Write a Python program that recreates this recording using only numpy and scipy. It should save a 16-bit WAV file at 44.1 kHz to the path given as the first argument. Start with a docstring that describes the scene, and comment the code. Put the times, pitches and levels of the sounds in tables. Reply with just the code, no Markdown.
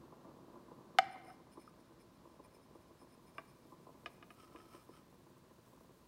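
"""Milk poured from a steel pitcher into a hand-held glass cup, close to one microphone in a quiet kitchen.
Soft bumps and a low rumble come first, as the hands move into place. At one second the pitcher clinks
against the cup, and faint, thin, high squeals follow in short bursts. The first milk lands with
a plip and a thin fizz of foam grows. The spout ticks on the rim, the rumble swells a little as the
pitcher rocks, and the spout drags a few times. From five seconds on, fizz, bumps and room noise remain."""
import sys
import numpy as np
from scipy import signal
from scipy.fft import rfft, irfft, next_fast_len
from scipy.io import wavfile
from scipy.ndimage import uniform_filter1d

SR = 44100
rng = np.random.default_rng(int(sys.argv[2]) if len(sys.argv) > 2 else 0)


def log_audio(samples):
    """Write samples as a 16-bit WAV file to the path given in sys.argv[1]."""
    # one column per channel
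    frames = np.atleast_2d(samples).T
    # limit to full scale, then quantise
    limited = np.clip(frames, -1, 1)
    pcm = np.round(limited * 32767).astype(np.int16)
    wavfile.write(sys.argv[1], SR, pcm)


N = 268039
TIME = np.arange(N) / SR
RING_TIME = np.arange(SR // 4) / SR


def amp(db):
    """Decibels to gain."""
    return 10 ** (np.asarray(db) / 20)


def unit(x):
    """Scales to rms 1."""
    return x / np.sqrt(np.mean(x ** 2) + 1e-30)


def read(points, hz):
    """Reads a table on a log-frequency axis."""
    f, value = np.transpose(points)
    return np.interp(np.log(hz + 1), np.log(f + 1), value)


def add(mix, start_s, sound):
    """Mixes a sound in at its start time."""
    part = mix[max(round(start_s * SR), 0):][:len(sound)]
    part += sound[:len(part)]


def colour(x, spectrum):
    """Gives x a spectrum, at rms 1."""
    size = next_fast_len(len(x))
    gain = amp(read(spectrum, np.fft.rfftfreq(size, 1 / SR)))
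    return unit(irfft(rfft(x, size) * gain, size)[:len(x)])


def excite(force, response):
    """Sounds a body's response at every push of the force."""
    return signal.oaconvolve(force, response)[:N]


def ring(modes, cycles, pitch=1):
    """Dying sines of alternating sign; each takes some cycles to build up."""
    out = 0
    for k, (hz, db, t60) in enumerate(modes):
        turns = hz * pitch * RING_TIME
        attack = 1 - np.exp(-(turns / cycles) ** 2)
        decay = np.exp(-np.log(1000) * RING_TIME / t60)
        out = out + (-1) ** k * amp(db) * attack * decay * np.sin(2 * np.pi * turns)
    return out


def grains(per_s, spread_db):
    """A random train of clicks of uneven size."""
    size = amp(spread_db * np.minimum(rng.exponential(1, N), 4))
    return unit(size * rng.standard_normal(N) * (rng.random(N) < per_s / SR))


def stroke(middle_s, half_s):
    """A smooth rise and fall, lasting half_s on either side of its middle."""
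    return np.cos(np.pi * np.clip((TIME - middle_s) / (2 * half_s), -.5, .5)) ** 4


def rumble_db(moving_db=-59.5, settled_db=-63.5, settle_s=1.2, calm_db_per_s=.41, rocking_db=1.55):
    """Handling level: it drops as the hands settle, eases slowly, and swells as the pitcher rocks."""
    moving = 1 / (1 + np.exp((TIME - settle_s) / .1))
    rocking = rocking_db * stroke(middle_s=4.1, half_s=1.5)
    pouring_db = settled_db - calm_db_per_s * (TIME - settle_s) + rocking
    return moving * moving_db + (1 - moving) * pouring_db


# Air and low rumble at the microphone. Each row: frequency in Hz, relative level in dB.
AIR_SPECTRUM = [(800, -20), (1350, -3.5), (1650, -3), (2200, -7), (3300, -8.5), (4000, -7), (4800, -9.5),
                (6600, -13), (8000, -15), (12500, -18), (16000, -18.5)]
RUMBLE_SPECTRUM = [(25, -18), (45, -9), (61, -1.5), (80, -5.5), (132, 2.5), (265, 1), (295, -5.5), (335, 2),
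                   (420, -6), (600, -7), (780, -12.5), (1030, -8), (1400, -18), (2300, -39.5)]
def background(air_db=-75.5, handling_gain_db=-.85, deep_gain_db=-64, deep_hz=115):
    """Even room air and a low rumble that follows the hands; its deepest part stays steady."""
    low = colour(rng.standard_normal(N), RUMBLE_SPECTRUM)
    deep = signal.sosfiltfilt(signal.butter(3, deep_hz, fs=SR, output="sos"), low)
    rumble = amp(deep_gain_db) * deep + amp(rumble_db() + handling_gain_db) * (low - deep)
    return rumble + amp(air_db) * colour(rng.standard_normal(N), AIR_SPECTRUM)


# The kitchen's decay. Each row: frequency in Hz, time to fall 60 dB (t60) in seconds.
KITCHEN_DECAY = [(200, .5), (750, 0.82), (2000, 0.82), (4000, 0.65), (9000, 0.25)]
# The tone of its tail. Each row: frequency in Hz, gain in dB.
KITCHEN_TONE = [(200, -7), (500, -7.5), (770, 1.5), (1000, -2), (1300, -2.5), (1650, -1), (2100, 2),
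                (2400, 3), (3000, -3.5), (5000, 1.5), (12000, -1)]
def kitchen(direct, wet_db=-21, build_s=.0077, reflections_per_s=3000):
    """Adds the room's reflections, faint at this close distance, each band dying at its own speed."""
    taps = rng.choice([-1., 1.], SR) * (rng.random(SR) < reflections_per_s / SR)
    taps *= 1 - np.exp(-(np.arange(SR) / SR / build_s) ** 2)
    hz, t, bands = signal.stft(taps, SR, nperseg=256)
    bands *= np.exp(-np.log(1000) * t / read(KITCHEN_DECAY, hz)[:, None])
    plain = signal.istft(bands, SR, nperseg=256)[1]
    tail = signal.istft(bands * amp(read(KITCHEN_TONE, hz))[:, None], SR, nperseg=256)[1]
    return direct + amp(wet_db) * excite(direct, tail / np.linalg.norm(plain))


# The clearest handling bumps. Each row: start in seconds, relative level in dB.
HAND_BUMPS = [(.123, -50), (.244, -52.5), (.283, -52.5), (.556, -54.5), (.712, -49), (1.157, -50.5),
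              (1.572, -46), (2.253, -53), (2.395, -53), (2.75, -52), (2.905, -54), (3.015, -53),
              (3.72, -51), (3.867, -50), (3.888, -52), (4.546, -50), (4.742, -50), (4.889, -51.5),
              (5.806, -58)]
# Their dull body. Each row: frequency in Hz, relative level in dB, t60 in seconds.
BUMP_RING = [(200, -13, .04), (267, -12, 0.094), (337, -6, .07), (383.8, -11, .05), (462, -8.5, .06),
             (565, -10, .04), (650, -10.5, .04), (849, -13.5, 0.055), (923, -17, 0.0498),
             (1017.5, -7.5, 0.053), (1176, -14.5, 0.037)]
def handling_bumps(gain_db=3.3, rattle=.062, rattle_s=.009, tiny_db=-7, light_db=-10):
    """Dull nudges, each with a brief rattle, among light and tiny random ones that follow the rumble."""
    push = np.zeros(N)
    for start_s, db in HAND_BUMPS:
        nudge = rattle * rng.standard_normal(len(RING_TIME)) * np.exp(-RING_TIME / rattle_s)
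        nudge[0] += 1
        add(push, start_s, amp(db + gain_db) * nudge)
    body = ring(BUMP_RING, cycles=.62)
    tiny = unit(excite(grains(per_s=200, spread_db=1.6), body))
    light = unit(excite(np.sign(grains(per_s=8, spread_db=0)), body))
    return excite(push, body) + amp(rumble_db()) * (amp(tiny_db) * tiny + amp(light_db) * light)


# Foam in the cup, heard from close by. Each row: frequency in Hz, relative level in dB.
FOAM_SPECTRUM = [(1200, -22), (2000, -14), (3200, -5), (6000, -0.5), (8500, 2), (12000, 0.8), (16000, 1.5)]
def milk(pour_s=1.6, covered_s=3.9, first_db=-91.5, full_db=-79.5, clump_db=2, swell_db=.8,
         plip_s=1.676, plip_hz=1240, plip_db=-43, plip_t60=.025):
    """One bubble rings as the stream lands; the fizz grows unevenly until foam covers the coffee."""
    clumps = unit(uniform_filter1d(rng.standard_normal(N), round(.05 * SR)))
    swells = unit(uniform_filter1d(rng.standard_normal(N), round(.2 * SR)))
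    growth_db = np.interp(TIME, [pour_s, covered_s], [first_db, full_db])
    foam = (TIME > pour_s) * amp(growth_db + clump_db * clumps + swell_db * swells)
    out = foam * colour(grains(per_s=4500, spread_db=2), FOAM_SPECTRUM)
    add(out, plip_s, ring([(plip_hz, plip_db, plip_t60)], cycles=1.6))
    return out


# Short, thin squeals, and the later drags of the spout.
# Each row: middle in seconds, relative level in dB, half-length in seconds.
THIN_SQUEALS = [(1.125, -73, .06), (1.29, -72.5, 0.12), (1.532, -72, .04), (1.614, -69, 0.059),
                (1.675, -76.5, .06), (2.01, -74.5, 0.048), (2.449, -72.5, 0.037), (2.552, -71.5, .031),
                (3.012, -76, .06), (3.115, -77.5, 0.064), (3.286, -73.5, .05)]
SPOUT_DRAGS = [(4.42, -63, 0.11), (4.59, -67.5, 0.18), (4.75, -63, .14), (4.961, -68, 0.11)]
# Stretches of fainter, random squeaks. Each row: start and end in seconds, relative level in dB.
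FAINT_SQUEAKS = [(1.0, 2.743, -89), (2.75, 3.85, -81), (4.05, 5.003, -87)]
# The high tones of both. Each row: frequency in Hz, relative level in dB, t60 in seconds.
SQUEAL_RING = [(2430, -3.5, 0.024), (5176, -1.5, .033), (9410, 0.5, .028), (12740, -8.5, .022)]
# Dry grit under the squeal, and the rasp of a drag. Each row: frequency in Hz, relative level in dB.
GRIT_SPECTRUM = [(900, -15), (1700, 2), (2500, 1), (3200, -7), (4600, -10), (5200, -5), (6000, -13),
                 (16000, -20)]
RASP_SPECTRUM = [(900, -24.5), (1170, -12.5), (1285, 0.5), (1480, -24), (2300, -19), (2850, -21.5),
                 (3100, -15.5), (3350, -25.5), (4700, -28.5), (5300, -21.5), (7700, -43), (8280, -20),
                 (8700, -40), (16000, -43)]
def squeals_and_drags(squeal_gain_db=.75, rasp_gain_db=-.5, drag_squeal_db=-13, grit_db=-7, squeak_s=.056):
    """Dense clicks ring as faint, high squeals in short bursts; the dragging spout rasps lower."""
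    pressure = sum(amp(db) * stroke(middle_s, half_s) for middle_s, db, half_s in SPOUT_DRAGS)
    bursts = sum(amp(db) * stroke(middle_s, half_s) for middle_s, db, half_s in THIN_SQUEALS)
    bursts += amp(drag_squeal_db) * pressure
    pulses = abs(grains(per_s=25, spread_db=2)) ** .5
    flicker = unit(signal.oaconvolve(pulses, np.hanning(round(squeak_s * SR)), "same"))
    squeaks = flicker * sum(amp(db) * ((TIME > start) & (TIME < end)) for start, end, db in FAINT_SQUEAKS)
    clicks = grains(per_s=2000, spread_db=1.5)
    grit = amp(grit_db) * colour(clicks, GRIT_SPECTRUM)
    squeal = unit(excite(clicks, ring(SQUEAL_RING, cycles=1))) + grit
    rasp = colour(grains(per_s=1500, spread_db=3), RASP_SPECTRUM)
    return amp(squeal_gain_db) * np.hypot(bursts, squeaks) * squeal + amp(rasp_gain_db) * pressure * rasp


# The spout ticks on the rim.
# Each row: start in seconds, relative level in dB, treble cutoff in Hz, factor on the rim's pitch.
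SPOUT_TICKS = [(3.3818, -37.5, 2020, 0.987), (4.0595, -39, 3560, 1.04), (4.2260, -49.5, 2460, 1.04),
               (4.3042, -50, 2360, 1.05), (4.5600, -54.5, 3100, 1.03), (4.601, -55, 1390, 1.11)]
# The rim, damped by the hand. Each row: base frequency in Hz, relative level in dB, t60 in seconds.
RIM_RING = [(335, -12, 0.081), (452, -10, 0.052), (659, -5.5, 0.061), (1171, 1.5, 0.044), (1604, -0.5, .03),
            (2010, -6, 0.023), (2380, -1.5, 0.032), (2825, -2, 0.029), (3550, -11, 0.035),
            (5090, -5, 0.025), (6300, -24, .02), (9200, -7, .028)]
def spout_ticks(grate_db=-14, grate_s=.014):
    """Light touches; a softer contact rings fewer high modes, and the edge grates briefly."""
    out, t = np.zeros(N), RING_TIME
    for start_s, tick_db, cutoff_hz, pitch in SPOUT_TICKS:
        modes = [(hz, db - 10 * np.log10(1 + (hz / cutoff_hz) ** 4), t60) for hz, db, t60 in RIM_RING]
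        rim = ring(modes, cycles=1.53, pitch=pitch)
        band = signal.butter(3, [400, cutoff_hz], "band", fs=SR)
        grate = unit(signal.lfilter(*band, rng.standard_normal(len(t)))) * np.exp(-t / grate_s)
        add(out, start_s, amp(tick_db) * (rim + amp(grate_db) * grate))
    return out


# Pitcher and cup struck together near the microphone, and the cup's one lingering note.
# Each row: frequency in Hz, relative level in dB, t60 in seconds.
CLINK_RING = [(150, -50, .06), (250, -45, .05), (420, -43, .04), (683, -21.5, 0.07), (760, -14.5, .068),
              (831, -24, .029), (965, -38, 0.041), (1264, -17, 0.027), (1510, -19.5, .028),
              (1670, -25.5, 0.022), (1880, -23.5, .026), (2110, -20.5, 0.034), (2330, -37, 0.077),
              (2734, -24, 0.019), (2990, -25, 0.025), (3545, -27.5, 0.025), (4220, -33.5, 0.021),
              (4500, -37.5, 0.018), (4930, -32.5, 0.021), (5250, -38.5, .022), (6340, -44, 0.036),
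              (6760, -43, .026), (8130, -51, .03), (9450, -47, .025)]
LINGERING_NOTE = (778, -37, .35)
# The crack of first contact. Each row: frequency in Hz, relative level in dB.
CRACK_SPECTRUM = [(300, -18.5), (1000, -12), (1500, 0), (4500, 1.5), (5800, -11), (7200, -7), (11000, -13),
                  (16000, -23.5)]
def pitcher_clink(start_s=.9856, ring_gain_db=-.5, crack_db=-30.2, crack_s=.0024,
                  counter_db=-47, counter_s=.008,
                  swell_db=-54, swell_at_s=1.299, swell_width_s=.023, swell_cutoff_hz=1100):
    """A crack, its reflection off the counter and a short ring that swells faintly once more."""
    out, t = np.zeros(N), RING_TIME
    body = ring(CLINK_RING, cycles=1.35) + ring([LINGERING_NOTE], cycles=1.5)
    add(out, start_s, amp(ring_gain_db) * body)
    crack = amp(crack_db) * 2 * t / crack_s * np.exp(1 - 2 * t / crack_s)
    reflection = amp(counter_db) * (1 - np.exp(-t / crack_s)) * np.exp(-t / counter_s)
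    add(out, start_s, colour(rng.standard_normal(len(t)), CRACK_SPECTRUM) * (crack + reflection))
    dull_noise = signal.lfilter(*signal.butter(2, swell_cutoff_hz, fs=SR), rng.standard_normal(N))
    late_swell = np.exp(-((TIME - swell_at_s) / swell_width_s) ** 2)
    return out + amp(swell_db) * late_swell * unit(excite(dull_noise, body))


def scene():
    """Cup and pitcher close to one microphone, with the kitchen behind them."""
    close = pitcher_clink() + spout_ticks() + squeals_and_drags() + handling_bumps() + milk()
    return (kitchen(close) + background())[None]


def record(dry):
    """The recorder's band limit takes off the highest treble."""
    lowpass = signal.firwin(511, cutoff=15850, window=("kaiser", 9), fs=SR)
    return signal.oaconvolve(dry, lowpass[None], "same")


dry = scene()
out = record(dry)
log_audio(out)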